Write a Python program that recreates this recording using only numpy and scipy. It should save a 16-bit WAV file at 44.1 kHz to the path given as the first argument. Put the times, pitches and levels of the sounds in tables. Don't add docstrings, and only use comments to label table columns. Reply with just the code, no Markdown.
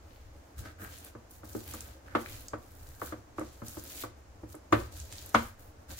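import sys
import numpy as np
from scipy import signal
from scipy.fft import rfft, irfft, next_fast_len
from scipy.io import wavfile
from scipy.ndimage import uniform_filter1d, map_coordinates

SR = 44100
rng = np.random.default_rng(int(sys.argv[2]) if len(sys.argv) > 2 else 0)


def to_wav(s):
    ch = np.atleast_2d(s).T
    pcm = np.round(np.clip(ch, -1, 1) * 32767)
    wavfile.write(sys.argv[1], SR, pcm.astype(np.int16))


N = 264159

# start t/s, swell/s, ease/s, shear level/dB, rub level/dB, push level/dB,
# blade angle (0 flat face, 1 thin edge), top-octave fizz/dB
SPATULA_STROKES = [(0.03, 0.11, 0.39, -75, -66, -71, 0.83, 9),
                   (0.576, 0.013, 0.043, -47.5, -53.5, -36, 0.44, 0.5),
                   (0.634, 0.029, 0.057, -58, -48, -49, 0.41, -3),
                   (0.795, 0.036, 0.089, -55, -46.5, -48, 0.079, 10),
                   (0.87, 0.071, 0.12, -51.5, -54.5, -51, 0.9, 0.5),
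                   (1.0, 0.068, 0.031, -55.5, -53, -60, 0.67, 7),
                   (1.308, 0.0039, 0.092, -57, -70, -60, .3, 6.5),
                   (1.447, 0.12, 0.15, -51, -59, -52.5, 0.27, 3.5),
                   (1.656, 0.042, 0.24, -51, -49.5, -47.5, 0.88, 7.5),
                   (2.06, 0.097, 0.028, -78, -51.5, -50, 0.17, 0),
                   (2.165, 0.048, 0.045, -51, -53, -53, 0.87, 5),
                   (2.25, 0.066, 0.16, -49.5, -51.5, -47.5, 0.83, 3.5),
                   (2.58, 0.32, 0.29, -60, -64, -52, 0.23, 6.5),
                   (2.996, 0.076, .055, -48, -51, -48, 0.51, 4),
                   (3.369, 0.0097, 0.29, -55, -59, -55, 0.6, -8),
                   (3.646, 0.021, 0.22, -47.5, -58, -55.5, 0.51, 2.5),
                   (3.745, 0.033, 0.097, -49.5, -56.5, -50, 0.42, 3),
                   (3.851, 0.18, 0.015, -44.5, -49, -59, 0.97, 4.5),
                   (4.488, .042, .004, -51, -63, -55, 0.48, 2.5),
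                   (4.722, 0.078, 0.091, -52, -49, -39.5, .5, 2.5),
                   (4.92, 0.057, 0.13, -47, -57, -45.5, .5, -4.5),
                   (5.09, 0.042, 0.22, -47, -53, -57, 1, -4), (5.343, 0.035, 0.11, -46, -45, -43, 0.41, -1),
                   (5.585, 0.01, 0.11, -64.5, -63.5, -54.5, .5, 11.5),
                   (5.893, 0.014, 0.053, -46, -48, -47, 0.5, 1), (5.97, .02, .05, -41, -52, -51, 0.89, 2)]
SHEAR, RUB, PUSH, BLADE_ANGLE, FIZZ = range(3, 8)


def amp(db):
    return 10 ** (np.asarray(db) / 20)


def unit(x):
    return x / np.sqrt(np.mean(x ** 2) + 1e-20)


def fade(t, t60):
    return np.exp(-np.log(1000) * t / t60)


def along(points, hz):
    f, values = np.transpose(points)
    return np.interp(np.log(hz + 1), np.log(f + 1), values)


def wobble(rate):
    return map_coordinates(rng.standard_normal(int(N * rate / SR) + 4), [np.arange(N) * rate / SR])


def filtered(x, response):
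    n = x.shape[-1]
    size = next_fast_len(n + 4096)
    return irfft(rfft(x, size) * response(np.fft.rfftfreq(size, 1 / SR)), size)[..., :n]


def spread(pair, colour_db):
    # f/Hz, correlation
    likeness = [(25, 0.83), (60, 1), (120, 0.9), (300, 0.96), (600, 0.015), (1300, 0), (3000, 0),
                (12000, 0)]

    def mid_side_gains(hz):
        angle = np.arccos(np.clip(along(likeness, hz), -1, 1)) / 2
        return amp(colour_db(hz)) * [np.cos(angle), np.sin(angle)]

    mid, side = filtered(pair, mid_side_gains)
    return unit(np.array([mid + side, mid - side]))


def noise(spectrum, samples=N):
    return spread(rng.standard_normal((2, samples)), lambda hz: along(spectrum, hz))


def crackle(rate, scatter_db):
    fires = rng.random(N) < rate / SR
    size = amp(scatter_db * np.clip(rng.standard_normal(N), -2, 2))
    return unit(fires * size * rng.standard_normal((2, N)) / np.sqrt(rate))


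def add(track, start_s, sound):
    i = max(round(start_s * SR), 0)
    part = sound[:, :max(N - i, 0)]
    track[:, i:i + part.shape[1]] += part


def effort(column, grip_s=0.04):
    t, level_db = np.arange(N) / SR, np.full(N, -120.)
    for stroke in SPATULA_STROKES:
        start, swell, ease = stroke[:3]
        release = 0.026 + 0.57 * ease
        times = start - grip_s + np.cumsum([0, grip_s, swell, ease, release])
        shape_db = np.interp(t, times, [-50, -7.5, 0, -9.5, -50])
        level_db = np.maximum(level_db, stroke[column] + shape_db)
    return level_db


def glide(column):
    columns = np.transpose(SPATULA_STROKES)
    peak_s = columns[0] + columns[1]
    return np.interp(np.arange(N) / SR, peak_s, columns[column])


def room_tone(level_db=-62.5):
    # f/Hz, density level/dB
    air_spectrum = [(88, -44), (150, -32), (296, -17.5), (436, -1.5), (530, -3.5), (912, -6), (1660, -9.5),
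                    (3550, -20), (6860, -17), (13500, -47), (15500, -45)]
    return amp(level_db) * noise(air_spectrum)


def kitchen_walls(sound, delay_s=0.0048):
    # f/Hz, t60/s
    decay_times = [(120, 0.34), (500, 0.28), (1500, .29), (5000, 0.31), (14000, 0.17)]
    hz, t, bands = signal.stft(rng.standard_normal((2, SR // 2)), SR, nperseg=256)
    tail = signal.istft(bands * fade(t, along(decay_times, hz)[:, None]), SR, nperseg=256)[1]
    tail = spread(tail, np.zeros_like)
    tail = np.pad(tail / np.linalg.norm(tail[0]), ((0, 0), (round(delay_s * SR), 0)))
    return signal.fftconvolve(sound, tail, axes=1)[:, :N]


def handling(rub_db, hold_db=-56, rest_db=-61):
    # f/Hz, density level/dB
    rumble_spectrum = [(12, -43), (20, 1), (27, -23), (54, -4), (70, 2.5), (119, -9.5), (141, -19.5),
                       (167, -24.5), (190, -22), (250, -58), (420, -120)]
    # f/Hz, density level/dB
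    drone_spectrum = [(120, -13), (180, -5.5), (235, -3.5), (305, 2), (400, -9), (550, -2), (750, -6.5),
                      (1100, -13), (2000, -29)]
    push = uniform_filter1d(amp(effort(PUSH) + 1), size=SR // 20)
    hold = amp(hold_db + 2 * wobble(6.3))
    lumps = amp(2 * wobble(28))
    drag = np.hypot(amp(rest_db), amp(rub_db - 4)) * lumps
    return noise(rumble_spectrum) * np.hypot(hold, push) + noise(drone_spectrum) * drag


def squeak(start_s=0.915, length_s=0.05, from_hz=2800, to_hz=3420, level_db=-67):
    progress = np.clip((np.arange(N) / SR - start_s) / length_s, 0, 1)
    hz = (from_hz + (to_hz - from_hz) * progress) * (1 + 0.022 * wobble(400))
    return amp(level_db) * np.sin(np.pi * progress) * np.sin(2 * np.pi * np.cumsum(hz) / SR)


def shudder(start_s=0.8025, period_s=0.0098, thump_hz=270, level_db=-40):
    out, t = np.zeros((2, N)), np.arange(SR // 20) / SR
    thump = amp(level_db) * np.sin(2 * np.pi * thump_hz * t) * fade(t, t60=0.0093)
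    for slip in range(5):
        add(out, start_s + slip * period_s, thump[None])
    return out


def rubbing(rub_db, gain_db=-1.5, face_db=2, judder_db=0.5):
    # f/Hz, density level/dB
    face_spectrum = [(700, -26), (1100, -16), (1270, 0), (1400, -8), (1570, 0), (1800, -9), (2400, -17),
                     (4000, -32)]
    # f/Hz, density level/dB
    edge_spectrum = [(900, -16), (1700, -3), (2300, -3.5), (2800, -4), (3300, -4.5), (4300, -5),
                     (6000, -13), (9000, -27)]

    def slips(spectrum):
        friction = crackle(rate=600, scatter_db=4) + rng.standard_normal((2, N)) / 2
        return spread(friction, lambda hz: along(spectrum, hz))

    edge = np.clip(glide(BLADE_ANGLE), 0.01, 0.99)
    rub = amp(face_db) * (1 - edge) * slips(face_spectrum) + edge * slips(edge_spectrum)
    return rub * amp(gain_db + rub_db - judder_db * wobble(42))


def squelch(shear_db, gain_db=-1, clump_db=1.9, split_hz=9000):
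    # f/Hz, density level/dB
    tear_spectrum = [(1500, -26), (2500, -5.5), (4000, 0), (5500, 0), (7000, 3.5), (9000, -2.5), (12000, 0),
                     (15500, 0.5)]
    speed = amp((shear_db - shear_db.max()) / 2)
    ticks = crackle(rate=3000 * speed + 100, scatter_db=3.5)
    hiss = amp(-3) * rng.standard_normal((2, N))
    tearing = spread(ticks + hiss, lambda hz: along(tear_spectrum, hz))
    coarse = filtered(tearing, lambda hz: 1 / (1 + (hz / split_hz) ** 6))
    fine = tearing - coarse
    coarse_gain = amp(clump_db * wobble(80))
    fine_gain = amp(glide(FIZZ) + clump_db * wobble(80))
    return amp(gain_db + shear_db) * (coarse * coarse_gain + fine * fine_gain)


def pops(shear_db, gain_db=2.5, small_per_s=24, small_hz=8600, log_width=0.26):
    # t/s, level/dB, f/Hz
    large_pockets = [(0.9844, -46, 8000), (1.0474, -42, 10500), (1.3087, -49, 10500), (1.4902, -47, 13000),
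                     (1.5307, -46.5, 7200), (1.6779, -43, 12600), (1.7373, -38.5, 7400),
                     (1.807, -37.5, 6940), (2.26, -36, 1900), (2.407, -46, 11400), (2.4833, -36.5, 6200),
                     (3.395, -44.5, 8550), (3.683, -38.5, 7440), (3.8383, -40, 13300), (4.552, -47, 8950),
                     (5.0008, -39, 7000), (5.125, -39.5, 7700), (5.183, -42.5, 4270),
                     (5.2606, -39.5, 12000), (5.293, -44.5, 10600)]
    out, t = np.zeros((2, N)), np.arange(SR // 40) / SR
    onsets = np.flatnonzero(rng.random(N) < small_per_s / SR)
    small_pockets = [(i / SR, shear_db[i] - 2.5 + 2 * size, small_hz * np.exp(0.3 * pitch))
                     for i, (size, pitch) in zip(onsets, rng.standard_normal((len(onsets), 2)))]
    for start_s, db, hz in large_pockets + small_pockets:
        band_db = lambda f: -10 * np.log10(1 + (np.log((f + 1) / hz) / log_width) ** 4)
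        snap = spread(rng.standard_normal((2, len(t))), band_db)
        add(out, start_s, amp(db + gain_db) * snap * fade(t, t60=0.015))
    return out


def slaps():
    # t/s, level/dB
    hits = [(4.7234, -28.5), (5.3441, -29.5)]
    # f/Hz, density level/dB
    slap_spectrum = [(150, 3), (500, 0), (1300, -6), (2500, -20), (4500, -34), (6700, -3.5), (8500, -39),
                     (15000, -24)]
    out, t = np.zeros((2, N)), np.arange(SR // 20) / SR
    for start_s, db in hits:
        add(out, start_s, amp(db) * noise(slap_spectrum, len(t)) * fade(t, t60=0.037))
    return out


def knocks(ring_db=-3, damping=1.19, hard_db=-33.5, rock_s=0.00413, rock_db=-8):
    # t/s, level/dB, then relative to it thud/dB, boom/dB, body/dB
    blows = [(1.151, -54.5, 14, 9, 12.5), (1.433, -55, 3, 10, 13.5), (1.55, -52.5, 18.5, 18.5, 27),
             (1.7397, -49, 2, 5.5, 8), (2.1507, -27, -7, 0.5, 4.5), (2.534, -39.5, 3, -0.5, 8.5),
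             (3.0173, -39, -1, -9, 4), (3.1232, -43.5, 5, 1, 11.5), (3.3835, -40.5, 7, -3, 10.5),
             (3.4114, -45.5, 10, 2, 16), (3.619, -49.5, 17, 13.5, 10), (3.77, -52, 8, 8.5, 16.5),
             (4.037, -42, 6, -5, 7), (4.433, -61, 21.5, 13, 24), (4.5439, -56, 9.5, 0, 20),
             (4.726, -23, 6, -4, 8), (5.3469, -19, -6.5, 1, -5.5)]
    # f/Hz, level/dB, t60/s before the extra damping
    modes = [(110, -8.5, .3), (230, -4, .19), (306, -1, .15), (335, -5, .1), (362, -7, .09),
             (470, -11, .08), (504, -11, .13), (558, -8, .09), (590, -10, .13), (660, -13, .09),
             (790, -15, .07), (958, -11, .13), (1056, -15, .11), (1125, -9, .09), (1158, -4, .12),
             (1192, -6, .12), (1257, -10, .12), (1348, -3.5, .11), (1507, -13, .12), (1766, -17, .06),
             (2105, -26, .07)]
    # f/Hz, density level/dB
    clatter_spectrum = [(50, -53), (130, 3.5), (250, -15.5), (330, -35.5), (430, -0.5), (560, -8.5),
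                        (800, 2.5), (1250, -14.5), (1700, -0.5), (2400, -3.5), (3500, -7), (6000, -20.5),
                        (10000, -23.5), (16000, -30.5)]
    # f/Hz, rise/s, level/dB over the blow
    foot_contact = (1230, .0007, 11)
    clack_hz, rise_s, clack_db = foot_contact
    hz, mode_db, t60 = np.transpose(modes)
    out, t = np.zeros((2, N)), np.arange(SR // 2) / SR
    sides = np.array([[1], [-1]])
    build_up = 1 - np.exp(-t * hz[:, None])
    swing = fade(t * damping, t60[:, None]) * build_up * np.exp(2j * np.pi * hz[:, None] * t)
    clatter_envelope = fade(t, t60=0.11) * (1 - np.exp(-t / 0.00021))
    clack_envelope = t / rise_s * np.exp(1 - t / rise_s)
    for start_s, db, thud_db, boom_db, body_db in blows:
        hollow_db = 0.74 + 0.45 * body_db
        crack_db = -14 + 0.83 * max(db - hard_db, 0)
        colour = [(120, thud_db), (230, boom_db), (310, body_db), (580, hollow_db),
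                  (950, 0), (1500, 0), (2800, crack_db)]
        drive = amp(along(colour, hz))
        phase = rng.uniform(0, 2 * np.pi, len(hz))
        phase = phase + sides * rng.standard_normal(len(hz)) * np.minimum(hz / 800, 2)
        ring = ((drive * np.exp(1j * phase)) @ swing).imag
        clatter = spread(rng.standard_normal((2, len(t))),
                         lambda f: along(clatter_spectrum, f) + along(colour, f))
        clatter *= np.sqrt(np.mean(drive ** 2)) * clatter_envelope
        add(out, start_s, amp(db + ring_db) * (ring + clatter))
        for contact in range(3):
            side_phase = sides * (1 + contact) * rng.uniform(0, 1)
            contact_hz = clack_hz * rng.uniform(1.0, 1.004)
            clack = np.sin(2 * np.pi * contact_hz * t + side_phase) * clack_envelope
            contact_s = start_s + contact * rock_s * rng.uniform(1.0, 1.102)
            add(out, contact_s, amp(db + clack_db + contact * rock_db + sides) * clack)
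    return out


def scene(bowl_room_db=-10, butter_room_db=-7):
    shear_db, rub_db = effort(SHEAR), effort(RUB)
    bowl = knocks() + slaps() + shudder()
    butter = squelch(shear_db) + rubbing(rub_db) + squeak() + pops(shear_db)
    room = kitchen_walls(amp(bowl_room_db) * bowl + amp(butter_room_db) * butter)
    return bowl + butter + room + handling(rub_db) + room_tone()


def record(dry):
    top_hz = 15750
    return filtered(dry, lambda hz: 1 / np.sqrt(1 + (hz / top_hz) ** 200))


dry = scene()
out = record(dry)
to_wav(out)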